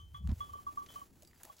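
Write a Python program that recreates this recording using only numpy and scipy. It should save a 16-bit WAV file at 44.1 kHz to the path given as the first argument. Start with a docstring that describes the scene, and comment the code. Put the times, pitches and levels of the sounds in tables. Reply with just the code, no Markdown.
"""A small sheet-metal bell clonks unevenly on a sheep walking close by on the left.
Each clapper strike chokes the last hum and starts a new one, with bright rings on top.
Hooves tick and scuff on stony ground, dry grass crackles and a small metal link chinks.
Behind them light wind rumbles on the microphone, with one short buffet that flaps and crackles."""
import sys
import numpy as np
from scipy import signal
from scipy.fft import rfft, irfft
from scipy.io import wavfile
from scipy.ndimage import uniform_filter1d

SR = 44100
rng = np.random.default_rng(int(sys.argv[2]) if len(sys.argv) > 2 else 0)


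def int16_out(signal):
    """Quantize to a 16-bit WAV file."""
    q = np.round(np.clip(np.atleast_2d(signal).T, -1, 1) * 32767)
    wavfile.write(sys.argv[1], SR, q.astype(np.int16))


N = 70560
T = np.arange(N) / SR
FREQS = np.fft.rfftfreq(N, 1 / SR) + 1e-3
LEFT_RIGHT = np.array([[.5], [-.5]])  # splits a level or phase offset between the sides


def undb(db):
    """Decibels to gain."""
    return 10 ** (np.asarray(db) / 20)


def unit(x):
    """Scale to rms 1."""
    return x / np.sqrt(np.mean(x ** 2) + 1e-24)


def fader(points):
    """Gain ride through (time [s], level [dB]) points."""
    return undb(np.interp(T, *np.array(points).T))


def colour(x, points):
    """EQ x through (frequency [Hz], gain [dB]) points, then scale to rms 1."""
    hz, db = np.array(points).T
    gain = undb(np.interp(np.log(FREQS), np.log(hz), db))
    return unit(irfft(rfft(x) * gain, N))


def noise(side_db):
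    """Stereo white noise, mostly shared by both sides."""
    mid, side = rng.standard_normal((2, N))
    return mid + undb(side_db) * side * np.array([[1], [-1]])


def band(hz, width_hz):
    """Stereo noise in one steep-sided resonance."""
    detune = (FREQS - hz ** 2 / FREQS) / width_hz
    return unit(irfft(rfft(noise(side_db=-12)) / np.sqrt(1 + detune ** 4), N))


def steady(x, window_s):
    """Even out the chance swells of a low noise."""
    power = uniform_filter1d(np.mean(x ** 2, axis=0), max(int(window_s * SR), 8))
    return x / np.sqrt(power + 0.1)


def wander(rate_hz):
    """Glide between random values."""
    knots = rng.standard_normal(size=400)
    return np.interp(T * rate_hz, np.arange(len(knots)), knots)


def since(start):
    """Seconds since start, zero before it."""
    return np.maximum(T - start, 0)


def burst(start, decay_s, rise_s=.0002):
    """Near-instant attack and exponential release."""
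    age = since(start)
    return (1 - np.exp(-age / rise_s)) * np.exp(-np.minimum(age / decay_s, 50))


def struck(modes, start, lag_ms, sustain=1, rise_s=.0021):
    """Decaying metal modes of alternating sign, so a close pair swells and beats; the right side lags."""
    live = (T > start) & (T < start + .6)
    age = np.maximum(T[live] - start - np.array([[0], [lag_ms / 1000]]), 0)
    out = np.zeros((2, N))
    for k, (hz, db, t60, pan_db) in enumerate(modes):
        gain = (-1) ** k * undb(db + LEFT_RIGHT * pan_db)
        tail = np.exp(-np.log(1000) * age / (t60 * sustain))
        out[:, live] += gain * np.sin(2 * np.pi * hz * age) * tail
    return out * (1 - np.exp(-since(start) / rise_s))


# Swell of the breeze (time [s], level [dB])
WIND_LEVEL = [(0, -53), (.17, -54), (.222, -44.5), (.25, -35), (.335, -29.5), (.355, -51), (.41, -48.5),
              (.458, -62), (.538, -51.5), (.6, -66), (1.05, -69.5), (1.6, -73.5)]
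# Bass-heavy wind tone (frequency [Hz], gain [dB])
WIND_EQ = [(20, -30), (36, -14), (50, -15), (67, 0), (86, -2), (105, -7), (125, -16), (160, -24),
           (300, -47), (800, -78)]
def wind():
    """Air on the microphone: a low rumble that swells into one buffet."""
    rumble = colour(noise(side_db=-17), WIND_EQ)
    return steady(rumble, window_s=0.043) * fader(WIND_LEVEL)


# Flaps in the buffet (time [s], level [dB], start pitch [Hz], end pitch [Hz], length [s])
EDDY_FLAPS = [(0.119, -55, 145, 125, 0.059), (0.2, -51.5, 200, 172, 0.029), (0.237, -41, 190, 139, 0.036),
              (0.285, -34, 235, 155, 0.02), (0.314, -38, 329.3, 102, 0.0199)]
def eddies(skew_rad=0.56):
    """Short rounded flaps of air fall in pitch and reach the two sides a little out of step."""
    out = 0
    for start, db, start_hz, end_hz, length in EDDY_FLAPS:
        progress = np.clip((T - start) / length, 0, 1)
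        pitch = start_hz + (end_hz - start_hz) * progress
        phase = 2 * np.pi * (np.cumsum(pitch) / SR + rng.random())
        swell = np.sin(np.pi * progress) ** 2
        out += undb(db) * np.sqrt(2) * swell * np.sin(phase + skew_rad * LEFT_RIGHT)
    return out


# Movement of the flock (time [s], level [dB])
SHUFFLE_LEVEL = [(0, -71.5), (.42, -65.5), (.55, -62.5), (.9, -63), (1.3, -67), (1.6, -75.5)]
# Dull shuffle tone (frequency [Hz], gain [dB])
SHUFFLE_EQ = [(60, 4.5), (130, 3), (230, 1), (360, -2.5), (520, -13), (1000, -19.5), (3000, -40)]
def flock_shuffle():
    """The moving flock lays down a soft, low bed of noise."""
    return colour(noise(side_db=-9), SHUFFLE_EQ) * fader(SHUFFLE_LEVEL)


# Rustle under the flock (time [s], level [dB])
GRASS_LEVEL = [(0, -72.5), (.056, -74), (.13, -73.5), (.175, -68), (.22, -76.5), (.265, -69), (.295, -65.5),
               (.44, -63), (.56, -66), (.68, -66.5), (.77, -62.5), (.82, -65.5), (.935, -60), (.965, -57.5),
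               (1.05, -64), (1.1, -72), (1.26, -67), (1.31, -71), (1.39, -68.5), (1.47, -61), (1.53, -67),
               (1.6, -67)]
# Broad, dry grass tone (frequency [Hz], gain [dB])
GRASS_EQ = [(200, -5.5), (500, 5.5), (900, 3), (1600, 0), (3000, -2), (5500, -2.5), (7300, 0), (11500, 0),
            (16000, 0.5)]
def dry_grass(grains_per_s=590, spread_db=9.5, flicker_db=2.5):
    """Trodden grass gives a flickering hiss, peppered with fine crackle."""
    grains = (rng.random(N) < grains_per_s / SR) * rng.choice([-1, 1], N)
    accents = undb(spread_db * np.minimum(rng.exponential(size=N), 3))
    crackle = undb(-8.5) * unit(grains * accents)
    rustle = colour(noise(side_db=-13) + crackle, GRASS_EQ)
    return rustle * fader(GRASS_LEVEL) * undb(flicker_db * wander(rate_hz=69.58))


# Thin modes of the link (frequency [Hz], level [dB], t60 [s], left minus right [dB])
LINK_MODES = [(4748, 0, .14, 0), (7698, 1, .07, 0), (11640, -2, .07, 0)]
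# Taps on the link (time [s], level [dB])
LINK_TAPS = [(1.249, -70), (1.2729, -63), (1.3585, -69.5)]
def metal_link():
    """A small piece of metal chinks faintly."""
    return sum(undb(db) * struck(LINK_MODES, start, lag_ms=0) for start, db in LINK_TAPS)


# Buffet crackle, then hoof hits (time [s], level [dB], centre [Hz], width [Hz], decay [s])
SHARP_TICKS = [(0.274, -49.5, 4800, 6400, .0011), (0.273, -49.5, 900, 1180, 0.0016),
               (0.2904, -57.5, 2000, 3600, 0.012), (0.315, -54.5, 2700, 5900, 0.003),
               (0.534, -53, 8350, 8800, 0.0013), (0.826, -60, 3830, 7060, 0.0044),
               (.862, -53, 2700, 4800, 0.0053), (0.9034, -53.5, 4760, 14200, 0.0026),
               (.9029, -55.5, 970, 1500, .0053), (.922, -52, 11100, 9000, .0012),
               (.9403, -55, 4860, 9100, 0.00063), (1.222, -54, 6000, 13500, 0.0048),
               (1.232, -48.5, 8700, 12000, 0.0014), (1.249, -53, 5450, 8400, .0019),
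               (1.274, -54, 7750, 8000, 0.0023), (1.311, -62.5, 1970, 890, 0.0037),
               (1.332, -55.5, 1380, 1100, 0.0023), (1.344, -65, 1900, 700, .0025),
               (1.359, -66.5, 1600, 1400, 0.0043), (1.400, -63.5, 1840, 700, 0.0051),
               (1.412, -60, 885, 885, 0.0064), (1.433, -39, 10500, 8050, 0.002),
               (1.434, -52, 1220, 2600, 0.0027), (1.452, -39, 9500, 8000, 0.00059),
               (1.4517, -45, 1090, 2590, 0.0012), (1.566, -58.5, 6650, 6060, 0.0071),
               (1.583, -59, 4200, 2990, 0.0044), (1.591, -59.5, 5000, 6000, 0.0086)]
def sharp_ticks():
    """Sharp snaps of noise: crackle in the wind buffet, then hooves on grit and stalks."""
    return sum(undb(db) * burst(start, decay) * band(hz, width)
               for start, db, hz, width, decay in SHARP_TICKS)


# Buffet rasp, then hoof scuffs (time [s], level [dB], centre [Hz], width [Hz], length [s])
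NOISE_PUFFS = [(.275, -58.5, 694, 940, 0.066), (.548, -62, 487, 200, 0.023), (1.105, -59, 218, 58, 0.036),
               (1.218, -63.5, 565, 200, 0.028), (1.44, -62, 260, 256, 0.024),
               (1.44, -63.5, 743, 307, 0.088)]
def noise_puffs():
    """Dull, rounded puffs: one rasp in the wind buffet, then hooves rubbing the earth."""
    out = 0
    for start, db, hz, width, length in NOISE_PUFFS:
        swell = np.sin(np.pi * np.clip((T - start) / length, 0, 1))
        out += undb(db) * steady(band(hz, width), window_s=0.018) * swell
    return out


# The bell's hollow hum, long ring and bright clink, each as modes
# (frequency [Hz], level [dB], t60 [s], left minus right [dB])
HUM_MODES = [(1159, 0, .14, -1.4), (1109, 0, .045, -1.4), (1560, -24, .1, 0), (6223, -44, .2, 3)]
RING_MODES = [(3090.5, 0, .35, 4), (6226, -16, .3, 3)]
CLINK_MODES = [(3370, -1, 0.24, 5.8), (3328, -4, 0.033, 2.1)]
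# Clapper hits (time [s], hum [dB], ring [dB], clink [dB], sustain of hum and ring [x t60])
CLAPPER_HITS = [(-.045, -39, -52.5, -56, 1.25), (0.1434, -40.5, -64.5, -50.5, 0.9),
                (0.158, -44.5, -73.5, -98, 0.98), (.24, -62.5, -92, -82, 2.5),
                (0.4038, -32, -64.5, -48.5, 1.22), (0.4904, -43.5, -64.5, -90, 0.9),
                (0.5329, -37, -64, -73, 1.1), (0.551, -42, -85, -79, 1.26), (0.5838, -42, -90, -80, 0.92),
                (0.6648, -32, -98, -68.5, 1.18), (0.6813, -35, -95, -99, 0.99),
                (0.7714, -31.5, -75, -76, 1.44), (0.815, -39, -94, -71.5, 0.91),
                (.886, -55, -57.5, -56, 1.05), (0.9563, -37, -60, -79, 1.06), (1.0142, -36, -91, -90, 0.47),
                (1.4964, -38, -72, -69, 0.39)]
BELL_LAG_MS, CHOKE_S = 0.34, 0.0011  # delay to the right side; decay of the old hum at a new hit
PRESS_HZ = 44.8  # per unit of lost sustain: a clapper resting on the wall flattens the hum it damps
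MUFFLE_AT_S, MUFFLE_DECAY_S = 1.024, .022  # the bell settles against the wool and its ringing dies
def sheep_bell():
    """Each clapper hit ticks, chokes the old hum and wakes hum, ring and clink by where it lands."""
    tone, contact = 0, 0
    next_hits = [hit[0] for hit in CLAPPER_HITS[1:]] + [np.inf]
    wool = np.exp(-since(MUFFLE_AT_S) / MUFFLE_DECAY_S)
    for (start, hum_db, ring_db, clink_db, sustain), next_hit in zip(CLAPPER_HITS, next_hits):
        flat_hz = PRESS_HZ * max(1 - sustain, 0)
        pressed_modes = [(hz - flat_hz, *rest) for hz, *rest in HUM_MODES]
        hum = undb(hum_db) * struck(pressed_modes, start, BELL_LAG_MS, sustain)
        ring = undb(ring_db) * struck(RING_MODES, start, BELL_LAG_MS, sustain)
        clink = undb(clink_db) * struck(CLINK_MODES, start, BELL_LAG_MS)
        choke = np.exp(-since(next_hit) / CHOKE_S)
        muffle = wool if start < MUFFLE_AT_S else 1
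        tone += hum * choke + (ring + clink) * muffle
        tick_gain = undb(hum_db - 70) + undb(clink_db - 16.5)
        contact += tick_gain * burst(start, decay_s=0.022)
    return tone + contact * band(hz=1650, width_hz=1300)


def scene():
    """Bell, ticks and scuffs up front, over a bed of grass, flock and wind."""
    foreground = sheep_bell() + sharp_ticks() + noise_puffs() + metal_link()
    background = dry_grass() + flock_shuffle() + wind() + eddies()
    return foreground + background


def record(dry, spread_from_hz=6945, lag_ms=0.23, top_hz=15900):
    """The left channel lags the right in the high treble, widening it, and the top is cut."""
    phase = 2 * np.pi * np.maximum(FREQS - spread_from_hz, 0) * lag_ms / 1000
    widened = irfft(rfft(dry) * np.exp(-1j * phase * LEFT_RIGHT), N)
    high_cut = signal.ellip(10, .2, 70, top_hz, fs=SR, output="sos")
    return signal.sosfilt(high_cut, widened)


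dry = scene()
out = record(dry)
int16_out(out)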